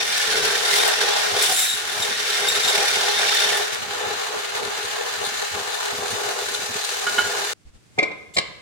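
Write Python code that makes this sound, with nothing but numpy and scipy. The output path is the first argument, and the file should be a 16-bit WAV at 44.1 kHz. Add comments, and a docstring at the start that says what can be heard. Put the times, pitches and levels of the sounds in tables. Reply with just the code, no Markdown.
"""A bench drill press in a hard-walled workshop, heard on a stereo pair of microphones.
From the start the spindle rattles once per pulley turn over motor hum and belt flap, while the bit
grinds and squeals through a steel tube. The bit lifts out at 3.75 s; the tube then scrapes and knocks
on the vice. At 7.5 s the drill cuts off abruptly, leaving quiet room air. The tube swings down, puffing
air at the microphones, is laid on the concrete floor close by and tips onto its side with a skid."""
import sys
import numpy as np
from scipy import signal
from scipy.fft import rfft, irfft, next_fast_len
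from scipy.io import wavfile
from scipy.ndimage import uniform_filter1d

SR = 44100
rng = np.random.default_rng(int(sys.argv[2]) if len(sys.argv) > 2 else 0)


def pcm_store(signal):
    """Save signal as 16-bit PCM."""
    levels = np.round(np.clip(np.atleast_2d(signal), -1, 1) * 32767)
    wavfile.write(sys.argv[1], SR, levels.astype(np.int16).T)


N = 379701
T = np.arange(N) / SR
FFT_SIZE = next_fast_len(N + SR)
HZ = np.maximum(np.arange(FFT_SIZE // 2 + 1) * SR / FFT_SIZE, 1)

TURN_HZ, STOP_S, TOP_HZ = 39.4, 7.535, 15900
ROOM_T60_S, TREBLE_T60_S = 0.76, 0.26
IDLE_DB, BODY_DB, BELT_DB = -33.5, -37, -53.5  # spindle rattle, frame midrange, drive belt

# The frame's low rumble. Each row: time in seconds, relative level in dB.
RUMBLE_LEVEL = [(0.0, -34), (0.25, -36.5), (0.31, -36), (0.45, -35), (0.62, -36), (0.77, -31.5),
                (1.0, -34.5), (1.36, -33), (1.58, -53), (1.85, -41.5), (2.05, -38), (2.6, -36.5),
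                (2.85, -33), (3.1, -36.5), (3.5, -34.5), (3.8, -36.5), (5.6, -37), (7.5, -38)]
# Broad colour of the running machine. Each row: frequency in Hz, gain in dB.
MACHINE_COLOUR = [(60, -46), (150, -21), (300, -20), (360, -12), (410, 0), (490, 0), (570, -7), (650, -3),
                  (820, -7), (1100, -4.5), (1600, -5), (2100, -2.5), (4000, -6.5), (5500, -11.3),
                  (7000, -15), (8700, -17), (11000, -24.5), (16000, -31.5)]
# Resonances of the cast frame. Each row: frequency in Hz, width in Hz, gain in dB.
FRAME_RESONANCES = [(401, 27, -0.5), (817, 53, -0.5), (1361, 15, -1), (1456, 18, 4.5), (1596, 18, 7),
                    (1770, 40, -1), (2940, 32, -17), (3130, 22, -4.5), (3580, 57, -2.5), (3916, 41, -5),
                    (4104, 44, 2), (6960, 39, -13), (9230, 70, -21.5)]
# The frame's low drone. Each row: frequency in Hz, width in Hz, gain in dB.
DRONE_RESONANCES = [(406, 7.9, 2.5), (466, 13, -4.5)]
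# Spread of the low end across the pair. Each row: time in seconds, side over middle in dB.
STEREO_WIDTH = [(0.0, -5), (0.21, 20), (0.3, -13), (0.6, 0), (0.85, 3), (0.93, 27), (1.0, -15), (1.14, 22),
                (1.38, -7), (2.15, 2.5), (2.53, -9), (2.66, -2), (3.6, 2), (3.79, 14), (3.87, 1), (4.16, 0),
                (4.24, 21), (4.3, 0), (4.52, 8), (4.68, -5), (4.74, 16), (4.8, -9), (4.92, 9), (5.33, 1),
                (5.39, 23), (5.49, 31), (5.55, -7), (5.68, 1), (5.76, 15), (5.88, 24), (5.94, -5), (6.3, 1),
                (6.76, -3.5), (6.84, 12), (6.92, -4), (7.01, 10), (7.15, -3), (7.5, -3)]
# The spindle slowly brightens. Each row: time in seconds, treble over rattle in dB.
SPINDLE_TREBLE = [(4.6, -5.5), (6.6, -1.5)]
# Motor hum in the head casting. Each row: frequency in Hz, relative level in dB.
HUM_TONES = [(411, -4), (450, -10), (489, -8), (838, -10.5)]
# Colour of the belt's bumps. 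Each row: frequency in Hz, gain in dB.
BELT_COLOUR = [(20, -36.5), (50, -23.5), (95, 3.5), (140, -9), (190, -1), (260, -3), (400, -18),
               (900, -45)]
# The bit in the steel. Each row: time in seconds, cut plus rattle in dB, relative chip hiss in dB.
FEED_LEVELS = [(0.0, -17.5, -17), (0.05, -27.5, -8), (0.13, -24, -10), (0.67, -24.5, -9),
               (0.76, -20.5, -4.5), (0.96, -23.5, -12), (1.33, -25.5, -9.5), (1.49, -22, -3.5),
               (1.57, -26, 3.5), (1.63, -27, 4.5), (1.84, -32, -4.5), (2.0, -28.5, -6), (2.03, -27, -4),
               (2.13, -27.5, -11), (2.63, -23.5, -8), (3.09, -24, -9.5), (3.3, -21, -12.5),
               (3.56, -25, -7.5), (3.71, -32, -11), (3.75, -28, -2)]
# Broad colour of the grinding. Each row: frequency in Hz, gain in dB.
GRIND_COLOUR = [(350, -27), (600, -8), (1000, -17), (1600, -16), (2800, -1.5), (4200, -1.5), (6000, -2),
                (8000, 2.5), (11000, -1.5), (13500, -8), (16000, -9)]
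# Resonances of bit and clamped tube. Each row: frequency in Hz, width in Hz, gain in dB.
BIT_RESONANCES = [(1460, 87, -2), (1630, 60, -5.5), (1860, 80, 0.5), (2105, 29, 0), (2307, 47, -9),
                  (2550, 30, -6), (3614, 54, -0.5), (3780, 60, -13.5), (5790, 130, -5), (9900, 410, -5.5),
                  (14540, 90, -6)]
# The largest chips snapping off. Each row: start in seconds, relative level in dB.
CHIP_SNAPS = [(0.175, -6.5), (0.7594, -13), (0.875, -2.5), (1.422, 2.5), (2.483, -2.5), (3.3444, -7),
              (3.3952, -13.5), (3.57, -7)]
# Groans and squeals of the cutting edge. Each row: start in seconds, length in seconds, pitch in Hz,
# relative level in dB, octave over fundamental in dB, roughness (0 is smooth).
EDGE_SQUEALS = [(0.1, 0.19, 1746, -39, -18, 0.86), (0.25, 0.42, 1554, -39, -15, 0.68),
                (0.268, 0.23, 439.6, -40, -17, .7), (0.602, 0.31, 1840, -37.5, -9, 0.73),
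                (0.724, 0.031, 2100, -28.5, -13, 0.4), (0.75, 0.09, 3700, -35.5, -17, 0.6),
                (1.1, 0.11, 3500, -39, -13, 0.6), (1.352, 0.18, 3590, -35, -17.5, 0.5),
                (1.479, 0.056, 755, -35.5, -14, 1.1), (1.524, 0.12, 3760, -38, 3, 0.6),
                (1.62, 0.14, 3770, -35, -4, 0.35), (2.02, 0.022, 3740, -29, -6.5, 0.5),
                (2.479, 0.031, 3730, -28, -4, 0.2), (2.505, 0.081, 3740, -38, -6, 0.25),
                (2.632, 0.03, 3720, -31.5, -6, 0.48), (2.676, 0.029, 3710, -28.5, -3.5, 0.34),
                (3.13, 0.078, 3610, -39, -22, .6), (3.26, 0.23, 3635, -36.5, -24, 0.5),
                (3.49, 0.1, 1780, -34, -12, 0.67)]
# The tube slides over vice and table. Each row: start in seconds, length in seconds, relative level in dB.
TUBE_SCRAPES = [(4.203, 0.12, -43), (4.38, 0.021, -31.5), (4.546, 0.16, -38), (4.81, 0.058, -37),
                (5.203, 0.1, -36.5), (5.677, .13, -38), (6.068, .07, -34), (6.539, 0.018, -33.5),
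                (6.778, 0.14, -34)]
# Colour of steel sliding on steel. Each row: frequency in Hz, gain in dB.
SCRAPE_COLOUR = [(1000, -24), (2800, -5.5), (3700, 10), (5200, -1.5), (7200, 0.5), (10000, -3.5),
                 (16000, -25)]
# The tube hits the vice. Each row: start in seconds, relative ring and crack in dB, ring cut-off in Hz.
VICE_KNOCKS = [(6.54, -36, -32, 6000), (7.066, -18, -14, 2300), (7.181, -13.5, -8, 5000),
               (7.214, -27, -22, 3500), (7.271, -36, -21, 8000)]
# Modes of the vice. Each row: frequency in Hz, relative level in dB, seconds to fall 60 dB.
VICE_MODES = [(395, -16.5, 0.22), (702, -9, 0.12), (832, -2, 0.07), (1010, -14, 0.094), (1370, -4, 0.12),
              (1447, 8, 0.16), (1540, -6.5, .14), (1650, -6.5, 0.32), (2174, -10, 0.35), (2940, -2, 0.092),
              (3003, -3, 0.39), (3540, -13, 0.14), (3920, -15, .1)]
# Colour of the crack at contact. 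Each row: frequency in Hz, gain in dB.
CRACK_COLOUR = [(200, -16), (420, -0.5), (800, -5), (1400, 1), (2200, -4), (3000, -3), (4500, -11),
                (7000, -19.5), (15000, -32)]
# Colour of the room tone. Each row: frequency in Hz, gain in dB.
AIR_COLOUR = [(15, -28), (25, -33), (53, -20), (103, -9.5), (462, -25), (952, -31), (1460, -30),
              (8550, -35), (15000, -54)]
# Room tone, rising with the rustle of an arm. Each row: time in seconds, level in dB.
AIR_LEVEL = [(7.56, -62.5), (7.96, -56)]
# Puffs on the microphones. Each row: start in seconds, length in seconds, level in dB.
AIR_PUFFS = [(7.65, 0.056, -46.5), (7.733, 0.047, -46.5)]
# Colour of the puffs. Each row: frequency in Hz, gain in dB.
PUFF_COLOUR = [(15, -2), (40, 3), (75, -9), (140, -19), (500, -29), (8000, -40), (15000, -70)]
# The tube lands on concrete. Each row: start in seconds, relative ring, thud and clack in dB,
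# ring cut-off in Hz.
FLOOR_LANDINGS = [(7.986, -14.5, -24, -22, 4600), (8.028, -22.5, -22.5, -22, 6000),
                  (8.112, -35.5, -40.5, -43.5, 4400), (8.367, -26.5, -32, -14, 9100),
                  (8.382, -35.5, -29, -11, 9000)]
# Modes of the free tube. Each row: frequency in Hz, relative level in dB, seconds to fall 60 dB undamped.
TUBE_MODES = [(433.6, -3, 0.7), (715, -1.5, 0.27), (1036, -3, .6), (1083, -7.5, .5), (1250, -4, 0.76),
              (1490, -12, 0.56), (1646, -10.5, .5), (2088, 13, 0.29), (2164, 8.5, 0.35), (2300, 4, .22),
              (2326, 7.5, 0.38), (2460, 3.5, 0.33), (2720, 0, 0.18), (3440, -6, 0.35), (3780, 0, 0.09),
              (4040, -6, .11), (4230, -19.5, .14), (4550, -13, .13), (5440, -5, .14), (6100, -1, .07),
              (6950, -20, .6), (7600, -20.5, .2), (8400, -16, .2)]
# Colour of the slab's thud. Each row: frequency in Hz, gain in dB.
THUD_COLOUR = [(30, -15), (80, -19), (170, -2), (280, -3), (450, 2), (740, -3), (950, -10.5), (1600, -13),
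               (4000, -57)]
# Colour of the clack on grit. Each row: frequency in Hz, gain in dB.
CLACK_COLOUR = [(600, -1.5), (800, -11), (960, 4.5), (1250, -4), (1480, -9), (1700, 6), (2000, 7),
                (2700, -3), (3000, 9), (3300, 3.5), (3600, 3.5), (4400, 5), (5200, 4), (6400, -11),
                (7300, -0.5), (10000, -15.5), (15000, -40.5)]
# Sound from the floor. Each row: frequency in Hz, phase between the microphones in radians.
FLOOR_PHASE = [(200, 1.4), (600, 2), (780, .2), (1000, 2.57), (1600, 2.9), (1900, 0.9), (2100, 2.1),
               (2330, .4), (2650, 3.7), (3350, 4), (3850, 1.6), (4250, 1.8), (4550, 2.2), (5300, 2.1),
               (10000, 0.73)]
# The tube's edge skids. Each row: start in seconds, length in seconds, relative level in dB.
EDGE_SKIDS = [(8.337, 0.029, -37)]
# Colour of the skid. Each row: frequency in Hz, gain in dB.
SKID_COLOUR = [(1500, -23), (4000, -6), (6700, -16), (7400, 5), (8300, -13), (11000, -18), (15000, -32)]


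def undb(db):
    """Decibels to gain."""
    return 10 ** (np.asarray(db) / 20)


def unit(x):
    """Scale so that the middle of the stereo image has rms 1."""
    return x / np.std(np.atleast_2d(x).mean(axis=0))


def curves(table):
    """The columns of a table, joined by straight lines in time."""
    s, *columns = np.transpose(table)
    return [np.interp(T, s, column) for column in columns]


def shape(x, gain):
    """Filter by a gain for each frequency."""
    return irfft(rfft(np.float32(x), FFT_SIZE) * np.complex64(gain), FFT_SIZE)[..., :N]


def colour(points):
    """Gain of a broad spectrum through the given points."""
    hz, db = np.transpose(points)
    return undb(np.interp(np.log(HZ), np.log(hz), db))


def resonances(table):
    """Gain of a set of resonant peaks."""
    return np.sqrt(sum(undb(2 * db) / (1 + ((HZ - hz) / width) ** 2) ** 2 for hz, width, db in table))


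def walk(per_s):
    """Smooth random wavering with a spread near 1."""
    hold = max(int(SR / per_s), 1)
    steps = np.repeat(rng.standard_normal(N // hold + 1), hold)
    return 1.248 * uniform_filter1d(steps, hold)[:N]


def ringing(x, table, flicker_db):
    """Three groups of resonances take turns in sounding as the point of contact wanders."""
    return sum(shape(x, resonances(table[k::3])) * undb(flicker_db * walk(28)) for k in range(3))


def grains(per_s, spread_db, ring_s=0.0033):
    """Random impacts, each scattering into a short crackle that differs at the two microphones."""
    size = undb(spread_db * np.minimum(rng.exponential(size=N), 4))
    hits = rng.random(N) < per_s / SR
    energy = signal.lfilter([1], [1, -np.exp(-2 / (ring_s * SR))], hits * size ** 2)
    return unit(np.sqrt(energy) * rng.standard_normal((2, N)))


def burst(s, rise_s, t60_s):
    """Envelope that builds up quickly and dies away."""
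    age = T[:SR]
    envelope = np.minimum(age / rise_s, 1) * undb(-60 * age / t60_s)
    return np.pad(envelope, (int(s * SR), N))[:N]


def swells(table):
    """Envelope with one rounded swell for each row."""
    return sum(undb(db) * np.sin(np.pi * np.clip((T - s) / length_s, 0, 1)).clip(0) ** .5
               for s, length_s, db in table)


def strike(modes, s, cutoff_hz):
    """One blow rings the modes; a soft contact leaves those above the cut-off quiet."""
    hz, db, t60 = np.transpose(modes)[:, :, None]
    age = T[:SR]
    phase = rng.uniform(0, 2 * np.pi, hz.shape)
    size = undb(db) / np.hypot(1, (hz / cutoff_hz) ** 2)
    ring = (size * undb(-60 * age / t60) * np.sin(2 * np.pi * hz * age + phase)).sum(axis=0)
    return np.pad(ring * np.minimum(age / 0.0093, 1), (int(s * SR), N))[:N]


def room(x, near_s, wet_db, direct=1.65):
    """Each microphone hears scatter from things close by, then the walls, where the treble dies first."""
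    age = T[:SR]
    near = rng.standard_normal((2, SR)) * np.exp(-age / near_s)
    near[:, 0] += direct * np.linalg.norm(near[0])  # more direct sound seems closer
    noise = rng.standard_normal((2, SR))
    low = signal.sosfilt(signal.butter(1, 2500, fs=SR, output="sos"), noise)
    tail = low * undb(-60 * age / ROOM_T60_S) + (noise - low) * undb(-60 * age / TREBLE_T60_S)
    tail *= np.minimum(age / 0.0039, 1)
    response = near / np.linalg.norm(near[0]) + undb(wet_db) * tail / np.linalg.norm(tail[0])
    return signal.fftconvolve(np.atleast_2d(x), response, axes=1)[:, :N]


def split(x, hz):
    """The parts below and above a frequency."""
    low = shape(x, 1 / (1 + (HZ / hz) ** 8))
    return low, x - low


def widen(x):
    """Shift a diffuse sound between the middle and the sides at constant power."""
    angle = np.arctan(undb(curves(STEREO_WIDTH)[0]))
    return np.cos(angle) * x[0] + np.sin(angle) * x[1] * np.array([[1], [-1]])


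def feed_gain():
    """Strength of the cut: whatever exceeds the free-running rattle, until the bit is lifted out."""
    excess_power = undb(2 * curves(FEED_LEVELS)[0]) - undb(2 * IDLE_DB)
    return np.sqrt(np.maximum(excess_power, 0)) * (T < FEED_LEVELS[-1][0])


def spindle_rattle(turn, rumble_db):
    """Loose splines and bearings clatter at every pulley turn and ring the frame, harder under load."""
    force = undb(1.1 * np.cos(turn) + 0.16 * np.cos(2 * turn) + 0.23 * walk(70))
    clatter = room(grains(2000, spread_db=3, ring_s=0.007) * force, near_s=0.0032, wet_db=-5)
    frame = shape(clatter, colour(MACHINE_COLOUR))
    frame += undb(-6) * ringing(clatter, FRAME_RESONANCES, flicker_db=3.5)
    frame += undb(-7) * shape(clatter, resonances(DRONE_RESONANCES))
    rumble, upper = split(frame, hz=548)
    body, upper = split(upper, hz=1216)
    rattle, treble = split(upper, hz=5030)
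    feed = feed_gain()
    load_db = 1.2 * feed / feed.max()
    body_db = BODY_DB + 0.9 * (rumble_db - rumble_db.mean()) + load_db + 0.72 * walk(13)
    low = widen(unit(rumble)) * undb(rumble_db - 3) + unit(body) * undb(body_db)
    high = unit(rattle) + unit(treble) * undb(curves(SPINDLE_TREBLE)[0])
    return low + high * undb(IDLE_DB + 0.57 * walk(22))


def motor_hum(rumble_db):
    """The motor drones through the head casting, throbbing as the belt tugs."""
    def drone(wander=0.012, throb_db=4):
        motor_time = np.cumsum(1 + wander * walk(45)) / SR
        tones = 0
        for hz, db in HUM_TONES:
            gain = undb(db + throb_db * np.tanh(walk(14)))
            tones += gain * np.sin(2 * np.pi * (hz * motor_time + rng.random()))
        return unit(tones)
    return widen([drone(), undb(-0.5) * drone()]) * undb(rumble_db - 1.5)


def belt_flap(rumble_db, swing_db=7):
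    """The slack belt flaps unevenly and bumps the head casting, sinking when the frame's rumble dips."""
    dip_db = 0.9 * np.minimum(rumble_db - rumble_db.mean(), 0)
    level_db = BELT_DB + dip_db + swing_db * np.tanh(walk(10))
    bumps = shape(grains(45, spread_db=0, ring_s=0.014), colour(BELT_COLOUR))
    return widen(unit(bumps)) * undb(level_db)


def bit_grinding(turn):
    """The lips tear off chips: a surging crackle that rings bit and tube, and a few loud snaps."""
    chatter = undb(1.7 * np.cos(turn) + 1.1 * walk(90))
    tearing = room(grains(2400, spread_db=2, ring_s=0.0055) * chatter, near_s=0.0033, wet_db=-5.5)
    ring = undb(-0.5) * ringing(tearing, BIT_RESONANCES, flicker_db=3)
    grind, hiss = split(shape(tearing, colour(GRIND_COLOUR)) + ring, hz=5960)
    hiss_db = curves(FEED_LEVELS)[1]
    cut = unit(grind) * undb(-1) + unit(hiss) * undb(hiss_db - 2)
    snaps = sum(undb(db) * burst(s, 0.0053, 0.025) for s, db in CHIP_SNAPS) * rng.standard_normal(N)
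    snaps = shape(room(snaps, near_s=0.0013, wet_db=0), colour(GRIND_COLOUR) ** 0.9)
    return feed_gain() * cut + undb(-3.5) * snaps


def chip_pings(per_s=160, low_hz=1300, high_hz=4400, t60_s=0.035):
    """Chips and edges catch and ring briefly, each at its own pitch, as long as the bit is cutting."""
    pings, age = np.zeros(N + SR), T[:int(t60_s * SR)]
    envelope = np.minimum(age / .005, 1) * undb(-60 * age / t60_s)
    for when, pitch, size in rng.random((int(per_s * N / SR), 3)):
        start = int(when * N)
        hz = low_hz * (high_hz / low_hz) ** pitch
        pings[start:start + len(age)] += size * envelope * np.sin(2 * np.pi * hz * age)
    return unit(room(pings[:N], near_s=0.0022, wet_db=-8, direct=0.88)) * feed_gain() * undb(-9)


def bit_squeal():
    """The edge sticks and slips at the bit's twisting resonances: a stuttering, rasping whistle."""
    whistle = np.zeros(N)
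    waver = .018 * walk(60) + .055 * walk(900)  # the pitch wanders slowly and trembles fast
    rasp = undb(-3) * walk(1100)
    for s, length_s, hz, db, octave_db, rough in EDGE_SQUEALS:
        span = slice(int(s * SR), int((s + length_s) * SR))
        phase = 2 * np.pi * hz * np.cumsum(1 + rough * waver[span]) / SR
        tone = np.sin(phase) + undb(octave_db) * (np.sin(2 * phase) + undb(-7.5) * np.sin(3 * phase))
        envelope = undb(db + 7.5) * np.hanning(len(phase)) ** 0.24
        whistle[span] += envelope * tone * (1 + rough * rasp[span])
    stutter = undb(4.1 * np.tanh(walk(200)))
    return room(whistle * stutter, near_s=0.0015, wet_db=-5)


def tube_scrapes():
    """The tube drags over the jaws in short, catching slides, with little of the walls in the sound."""
    contact = swells(TUBE_SCRAPES) * undb(3.2 * walk(70))
    friction = unit(shape(grains(900, spread_db=4), colour(SCRAPE_COLOUR)))
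    return room(contact * friction, near_s=0.0017, wet_db=-16.5)


def vice_knocks():
    """The tube bumps the vice as it is turned over, and chatters briefly."""
    ring, contact = 0, 0
    for s, ring_db, crack_db, cutoff_hz in VICE_KNOCKS:
        ring += undb(ring_db) * strike(VICE_MODES, s, cutoff_hz) * (0.42 + burst(s, .001, 0.074))
        contact += undb(crack_db) * burst(s, 0.0024, 0.085)
    crack = undb(2) * shape(contact * rng.standard_normal(N), colour(CRACK_COLOUR))
    return room(ring + crack, near_s=0.0026, wet_db=-10, direct=2.2)


def room_tone():
    """Quiet workshop air, uncovered when the drill cuts off; it rises as an arm rustles."""
    air = unit(shape(rng.standard_normal((2, N)), colour(AIR_COLOUR)))
    return air * undb(curves(AIR_LEVEL)[0] + walk(30))


def microphone_puffs():
    """The tube swings down and pushes soft, low puffs of air right onto the microphones."""
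    return unit(shape(rng.standard_normal((2, N)), colour(PUFF_COLOUR))) * swells(AIR_PUFFS)


def tube_on_floor(grit_per_s=7500):
    """Close by, edges land in turn: the slab thuds, grit cracks, and the hand damps the ringing tube."""
    ring, thud, clack = 0, 0, 0
    for s, ring_db, thud_db, clack_db, cutoff_hz in FLOOR_LANDINGS:
        hand_damping = 0.055 + 1.2 * burst(s, .001, 0.05)
        ring += undb(ring_db) * strike(TUBE_MODES, s, cutoff_hz) * hand_damping
        thud += undb(thud_db + 12.5) * burst(s - .008, 0.013, 0.07)
        clack += undb(clack_db + 5.5) * burst(s - .001, 0.0058, 0.045)
    thud *= unit(shape(grains(grit_per_s, spread_db=1)[0], colour(THUD_COLOUR)))
    tube_wall = 0.45 + resonances([(hz, 40, 0) for hz, _, _ in TUBE_MODES])
    clack *= unit(shape(grains(grit_per_s, spread_db=1)[0], colour(CLACK_COLOUR) * tube_wall))
    phase = np.interp(HZ, *np.transpose(FLOOR_PHASE))
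    pair = shape(ring + thud + clack, np.exp(.5j * phase * np.array([[1], [-1]])))
    return room(pair, near_s=0.0067, wet_db=-10.5, direct=5.5)


def tube_skid():
    """The tipping tube's edge chirps over the grit."""
    friction = unit(shape(grains(3000, spread_db=2)[0], colour(SKID_COLOUR)))
    return room(swells(EDGE_SKIDS) * friction, near_s=0.002, wet_db=-9)


def scene():
    """At the microphones: the work at the bench, then the tube on the floor of the quiet room."""
    turn = 2 * np.pi * np.cumsum(TURN_HZ * (1 + 0.01 * walk(2.95))) / SR  # pulley angle in radians
    rumble_db = curves(RUMBLE_LEVEL)[0] + 3.5 * np.tanh(walk(15))
    machine = spindle_rattle(turn, rumble_db) + motor_hum(rumble_db) + belt_flap(rumble_db)
    drilling = bit_grinding(turn) + chip_pings() + bit_squeal()
    bench = machine + drilling + tube_scrapes() + vice_knocks()
    running = np.clip((STOP_S - T) / .003, 0, 1)
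    lean_left = undb([[.2], [-.2]])
    floor = tube_on_floor() + tube_skid()
    return bench * running * lean_left + room_tone() + microphone_puffs() + floor


def record(dry):
    """The recorder cuts the top treble steeply."""
    return signal.sosfilt(signal.ellip(10, .2, 80, TOP_HZ, fs=SR, output="sos"), dry)


dry = scene()
out = record(dry)
pcm_store(out)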